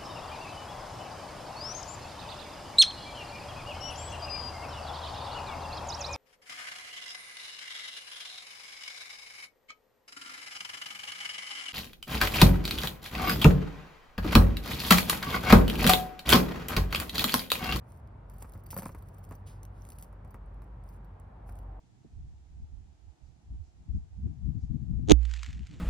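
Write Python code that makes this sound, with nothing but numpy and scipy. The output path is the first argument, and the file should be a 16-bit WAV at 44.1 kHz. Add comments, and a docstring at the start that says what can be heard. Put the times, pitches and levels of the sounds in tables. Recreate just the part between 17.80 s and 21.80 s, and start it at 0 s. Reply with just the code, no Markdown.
"""A small metal chain is threaded onto an open clasp, close up in a quiet room.
Its links tick and ring very high as they strike, and rustle as they slide over each other.
The hanging chain taps the thin board beneath, and the skin of the fingers brushes past.
Behind it sit a low, wavering machine hum and soft room air; a distant rush swells at the end."""
import sys
import numpy as np
from scipy import signal
from scipy.fft import rfft, irfft, next_fast_len
from scipy.io import wavfile
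from scipy.ndimage import uniform_filter1d, map_coordinates

SR = 44100
rng = np.random.default_rng(int(sys.argv[2]) if len(sys.argv) > 2 else 0)


def waveform_to_disk(signal):
    """Save audio, clipped to [-1, 1], as 16-bit WAV at the path in sys.argv[1]."""
    frames = np.transpose(np.atleast_2d(signal))
    scaled = np.clip(frames, -1, 1) * 32767
    samples = np.round(scaled).astype(np.int16)
    wavfile.write(sys.argv[1], SR, samples)


N = 176400

# The ring of a link. Each row: pitch in Hz, relative level in dB, T60 in seconds.
LINK_MODES = [(4650, -22.5, 0.083), (5850, -17.5, 0.028), (7860, -13, 0.023), (11300, -21, 0.019),
              (14160, 0.5, .034), (14170, -1.5, 0.053), (14400, -19, 0.032)]
# A link hits a link or the clasp. Each row: time in seconds, relative tick level in dB,
# tick pitch in Hz, relative ring level in dB.
CLINKS = [(0.121, -55.5, 8800.0, -74), (0.1456, -67, 12000.0, -74), (0.1737, -64, 8600, -67),
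          (0.2749, -64, 3600.0, -93), (0.499, -51, 12500, -62), (0.537, -63, 7700.0, -59),
          (0.5836, -56.5, 8900, -54), (0.6037, -76, 12700.0, -70), (0.6207, -55.5, 8200.0, -50),
          (0.6251, -40.5, 7960, -54), (0.6963, -53.5, 10600, -72), (0.7216, -53, 15000, -62),
          (0.7367, -53.5, 4370, -60), (0.7776, -54.5, 14700, -71), (0.837, -63, 10800.0, -59),
          (0.8622, -56, 15100, -49), (0.8665, -50, 11400, -65), (0.9054, -41, 8500, -43),
          (0.9099, -38, 5570, -49), (0.917, -44, 11100.0, -46), (0.942, -50, 12800.0, -41),
          (0.9659, -38.5, 11100, -61), (0.9753, -52, 7900.0, -32), (0.9856, -41, 7900.0, -44),
          (0.996, -54, 12800.0, -53), (1.022, -44, 8100.0, -50), (1.0305, -50, 7460, -47),
          (1.0564, -41.5, 8500, -55), (1.0584, -48, 9400, -57), (1.0674, -44, 7900.0, -53),
          (1.095, -58, 10900.0, -57), (1.1493, -52, 11400, -58), (1.2241, -53, 12400, -58),
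          (1.287, -54, 15000, -61), (1.3462, -58, 8050, -78), (1.3837, -59, 12000.0, -58),
          (1.4424, -55.5, 11900, -67), (1.4506, -54.5, 8100.0, -63), (1.4907, -58.5, 8050, -53),
          (1.5103, -52, 11200, -73), (1.5246, -52, 7850, -72), (1.552, -56.5, 8100.0, -52),
          (1.832, -45.5, 13500, -59), (1.8522, -47.5, 12800.0, -74), (2.0213, -54, 5900.0, -78),
          (2.0516, -51, 6650, -78), (2.0893, -46.5, 8800, -66), (2.103, -46, 10500, -55),
          (2.1205, -47.5, 4600, -65), (2.13, -65, 8200.0, -55), (2.1864, -45.5, 10700, -55),
          (2.2111, -61, 8400.0, -56), (2.2255, -42, 13200, -49), (2.3282, -65.5, 10000, -76),
          (2.4484, -68, 9700, -93), (2.4763, -68, 8100.0, -67), (2.5075, -61.5, 11000, -57),
          (2.5427, -59.5, 10600, -64), (2.6611, -70.5, 8700.0, -92), (2.7444, -72, 9600.0, -77),
          (2.8204, -62.5, 10900, -77), (3.039, -63, 7900.0, -74), (3.0898, -60.5, 4770, -57),
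          (3.2465, -67.5, 4500.0, -66), (3.3994, -57.5, 7500.0, -89), (3.695, -57, 10300, -62),
          (3.7234, -55, 13000, -79), (3.756, -58.5, 8200, -79), (3.7891, -54.5, 12300, -74)]
def link_clinks(tick_trim_db=-1, ring_trim_db=4, lead_s=.01):
    """Each contact is a graze, a hard tick, a brief chatter and a ring that the fingers damp."""
    graze_s, tick_s, chatter_s, ring_attack_s = .0014, .0006, .007, .001
    out, t = np.zeros(N), np.arange(SR // 7) / SR - lead_s
    after = np.maximum(t, 0)
    graze = amp(-15.5) * np.exp(-abs(t) / graze_s)
    strike = np.exp(-after / tick_s) + amp(-17) * np.exp(-after / chatter_s)
    envelope = np.where(t < 0, graze, strike)
    for s, tick_db, pitch_hz, ring_db in CLINKS:
        tick = burst(metal_contact(envelope * rng.standard_normal(len(t)), pitch_hz), size=44)
        tone = ring(LINK_MODES, after, detune=.009) * (1 - np.exp(-after / ring_attack_s))
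        add(out, s - lead_s, amp(tick_db + tick_trim_db) * tick + amp(ring_db + ring_trim_db) * tone)
    return out


# The bright EQ of a tick. Each row: frequency in Hz, relative gain in dB.
TICK_EQ = [(600, -40), (2000, 6.5), (4000, -1), (7500, 6), (15200, 7.5), (16400, -9)]
def metal_contact(x, pitch_hz, peak_db=11.5, half_width_hz=750):
    """Metal on metal, with a broad peak whose pitch depends on where the links touch."""
    peak = lambda hz: 1 / (1 + ((hz - pitch_hz) / half_width_hz) ** 2)
    return filtered(x, lambda hz: amp(along(TICK_EQ, hz) + peak_db * (peak(hz) - .5)))


# Links slide over each other. Each row: start in seconds, length in seconds, relative level in dB.
RUSTLES = [(0.049, 0.14, -73), (0.498, 0.28, -67.5), (0.9, 0.14, -52.5), (1.067, 0.13, -66),
           (1.242, .31, -71.5), (2.012, 0.23, -63.5), (2.812, 0.032, -76), (3.061, 0.083, -70),
           (3.667, 0.13, -70)]
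def link_rustle(links=8, grains_per_s=1800, attack_s=.037, settle_s=.025):
    """Sliding links make a spray of tiny contacts; each link in play rings a little differently."""
    t, level, out = np.arange(N) / SR, np.zeros(N), np.zeros(N)
    for s, length, db in RUSTLES:
        attack = np.clip((t - s) / attack_s + .5, 0, 1)
        level += amp(db) * attack * np.exp(-np.maximum(t - s - length, 0) / settle_s)
    level *= unit(amp(4.5 * wobble(70)))  # the links catch and slip
    for pitch_hz in np.linspace(4500, 15000, links):
        sizes = amp(-3 * np.clip(rng.standard_normal(N), -2, 2)) * rng.choice([-1, 1], N)
        hits = rng.random(N) < grains_per_s / links / SR
        grains = level * unit(hits * sizes)
        tone = ring(LINK_MODES, t[:SR // 10], detune=.0052)
        shimmer = signal.fftconvolve(grains, tone / np.linalg.norm(tone))[:N]
        out += metal_contact(grains, pitch_hz) + amp(-5) * shimmer
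    return amp(-4.5) * out / np.sqrt(links)


# The dull body of the board. Each row: frequency in Hz, relative gain in dB.
BOARD_EQ = [(70, 6), (210, 16), (380, 1.5), (1050, 4.5), (1600, -5.5), (2450, -12), (3300, -28)]
# Its resonances. Each row: pitch in Hz, relative level in dB, T60 in seconds.
BOARD_MODES = [(178.5, -6.5, 0.11), (547, -8, 0.12), (984, -5, 0.031)]
# The chain lands on the board. Each row: time in seconds, relative level in dB.
TAPS = [(0.621, -53), (0.645, -53), (0.752, -52), (0.93, -46.5), (0.9658, -39), (0.9875, -39.5),
        (1.021, -49), (1.0317, -45), (1.0549, -49), (1.0592, -40.5), (1.092, -49), (1.148, -49.5),
        (1.511, -48.5), (1.52, -52.5), (2.329, -60.5), (2.449, -55), (2.544, -51), (2.82, -58.5),
        (3.691, -56)]
def board_taps(trim_db=4.5, tail_t60_s=.072, width=.25):
    """Bending waves carry the highs through the board first, so each tap chirps down, then rings."""
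    travel_s = .002158  # for a 1 kHz bending wave
    out, t = np.zeros((2, N)), np.arange(SR // 6) / SR
    bend = lambda hz: amp(along(BOARD_EQ, hz)) * np.exp(-4j * np.pi * travel_s * np.sqrt(hz * 1000))
    chirp = filtered(signal.unit_impulse(len(t)), bend)
    attack = 1 - np.exp(-t / travel_s)
    for s, db in TAPS:
        noise = rng.standard_normal(len(t)) + width * rng.standard_normal((2, len(t)))
        tail = coloured(noise * amp(-60 * t / tail_t60_s) * attack, BOARD_EQ)
        tap = burst(unit(chirp) + amp(1) * unit(tail), size=220)
        body = ring(BOARD_MODES, t, detune=.0037) * attack
        add(out, s - travel_s / 2, amp(db + trim_db) * burst(tap + body, size=220))
    return out


# The broad hiss of skin. Each row: frequency in Hz, relative gain in dB.
SKIN_EQ = [(400, -6), (2000, 3.5), (11000, 2.5), (16400, -3)]
# Finger strokes. Each row: peak time in seconds, rise in seconds, fall in dB per second, level in dB.
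BRUSHES = [(1.674, 0.015, 203, -57.5), (1.99, 0.079, 122, -74.5)]
def skin_brushes():
    """Skin slides by: a smooth hiss that rises and fades."""
    t, level = np.arange(N) / SR, np.zeros(N)
    for s, rise, fall, db in BRUSHES:
        level += amp(db - fall * np.maximum(t - s, 0)) * np.clip(1 + (t - s) / rise, 0, 1)
    return level * unit(coloured(rng.standard_normal(N), SKIN_EQ))


# Where the hands sit in stereo. Each row: frequency in Hz, phase lead of the left side in radians.
LEFT_LEAD = [(2000, 1.5), (5300, 0.13), (6700, 3), (8300, 4), (15400, 11)]
def hands_in_room(x, reverb_db=-23, t60_s=.29):
    """The hands are a little nearer the left side; the room adds a short tail."""
    t = np.arange(SR // 3) / SR
    tail = rng.standard_normal((2, len(t))) * amp(-60 * t / t60_s)
    reverb = signal.fftconvolve(x[None], tail / np.linalg.norm(tail[0]), axes=1)[:, :N]
    direct = filtered(x, lambda hz: np.exp(.5j * along(LEFT_LEAD, hz) * np.array([[1], [-1]])))
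    return direct + amp(reverb_db) * reverb


# Fader rides for the hum and its octave. Each row: time in seconds, relative level in dB.
HUM_RIDE = [(0.25, -63), (0.42, -46.5), (0.93, -58), (1.53, -50), (2.22, -51), (2.55, -48.5), (3.06, -46),
            (3.51, -56), (3.72, -42.5)]
OCTAVE_RIDE = [(0.0, -55.5), (1.8, -46.5), (2.52, -62.5), (3.99, -52)]
def machine_hum(pitch_hz=48.13, drift_rad=.66):
    """A machine drones on a low note and its octave, each wavering in level and phase."""
    phase = 2 * np.pi * pitch_hz * np.arange(N) / SR
    low = amp(curve(HUM_RIDE) - .5) * np.sin(phase + drift_rad * wobble(5.05))
    octave = amp(curve(OCTAVE_RIDE) - 2.5) * np.sin(2 * phase + drift_rad * wobble(5))
    return np.sqrt(2) * (low + octave)


# EQs for the rumble, the air and the distant rush. Each row: frequency in Hz, relative gain in dB.
RUMBLE_EQ = [(28, -40.5), (46, 3.5), (85, 2.5), (170, -7), (250, -17.5), (600, -94)]
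AIR_EQ = [(30, -33.5), (170, 1.5), (950, -0.5), (1450, -8.5), (3200, -27.5), (6000, -39), (11500, -43),
          (14000, -54)]
RUSH_EQ = [(200, -35), (750, 5), (1200, -11), (4000, -72)]
# Fader ride for the rush. Each row: time in seconds, level in dB.
RUSH_RIDE = [(3.2, -80), (3.6, -63.5), (4, -58)]
def room_tone():
    """A bed of low rumble and soft air, with a distant rush that swells at the end."""
    bed = amp(-50) * room_noise(RUMBLE_EQ) + amp(-59) * room_noise(AIR_EQ)
    return bed + amp(curve(RUSH_RIDE)) * room_noise(RUSH_EQ)


# The stereo image of the room. Each row: frequency in Hz, left-right correlation.
ROOM_CORRELATION = [(140, 0.99), (260, 0.94), (550, 0.21)]
def room_noise(eq):
    """Stereo noise of rms 1, near mono in the bass and wide above."""
    def mid_side_gains(hz):
        angle = np.arccos(along(ROOM_CORRELATION, hz)) / 2
        return amp(along(eq, hz)) * [np.cos(angle), np.sin(angle)]
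    mid, side = filtered(rng.standard_normal((2, N)), mid_side_gains)
    return unit(np.array([mid + side, mid - side]))


def ring(modes, t, detune):
    """Damped modes; every contact detunes them anew and shifts the balance between them."""
    hz, db, t60 = np.transpose(modes)[:, :, None]
    balance, tuning, phase = rng.standard_normal((3, len(modes), 1))
    gain = amp(db + 3 * balance)
    gain *= np.linalg.norm(amp(db)) / np.linalg.norm(gain)
    partials = np.sin(2 * np.pi * (hz * (1 + detune * tuning) * t + phase))
    return np.sum(gain * amp(-60 * t / t60) * partials, axis=0)


def amp(db):
    """Decibels to gain."""
    return 10 ** (np.asarray(db) / 20)


def unit(x):
    """Scale to rms 1."""
    return x / np.sqrt(np.mean(x ** 2) + 1e-20)


def burst(x, size):
    """Scale so that the loudest stretch of size samples has rms 1."""
    return x / np.sqrt(uniform_filter1d(x ** 2, size, axis=-1, mode="constant").max())


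def along(points, hz):
    """Read (Hz, value) points on a log axis."""
    f, v = np.transpose(points)
    return np.interp(np.log(hz + 1), np.log(f + 1), v)


def curve(rows):
    """Join (seconds, value) points, one value per sample."""
    return np.interp(np.arange(N) / SR, *np.transpose(rows))


def wobble(rate):
    """A smooth random curve, rate knots a second."""
    return map_coordinates(rng.standard_normal(int(N * rate / SR) + 4), [np.arange(N) * rate / SR])


def filtered(x, response):
    """Apply a complex frequency response."""
    n = x.shape[-1]
    padded = next_fast_len(n + 8192)
    return irfft(rfft(x, padded) * response(np.fft.rfftfreq(padded, 1 / SR)), padded)[..., :n]


def coloured(x, eq):
    """Apply an EQ of (Hz, dB) points."""
    return filtered(x, lambda hz: amp(along(eq, hz)))


def add(track, s, sound):
    """Mix a sound into the track at s seconds."""
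    part = track[..., max(round(s * SR), 0):][..., :sound.shape[-1]]
    part += sound[..., :part.shape[-1]]


def scene():
    """Chain, fingers and board up front; hum and room tone behind."""
    hands = hands_in_room(link_clinks() + link_rustle() + skin_brushes())
    return hands + board_taps() + machine_hum() + room_tone()


def record(dry, fade_s=.008, top_hz=16150):
    """Short fades at both ends and a brick-wall high cut."""
    t = np.arange(N) / SR
    fade = np.clip(np.minimum(t, t[-1] - t) / fade_s, 0, 1)
    return filtered(dry * fade, lambda hz: hz < top_hz)


dry = scene()
out = record(dry)
waveform_to_disk(out)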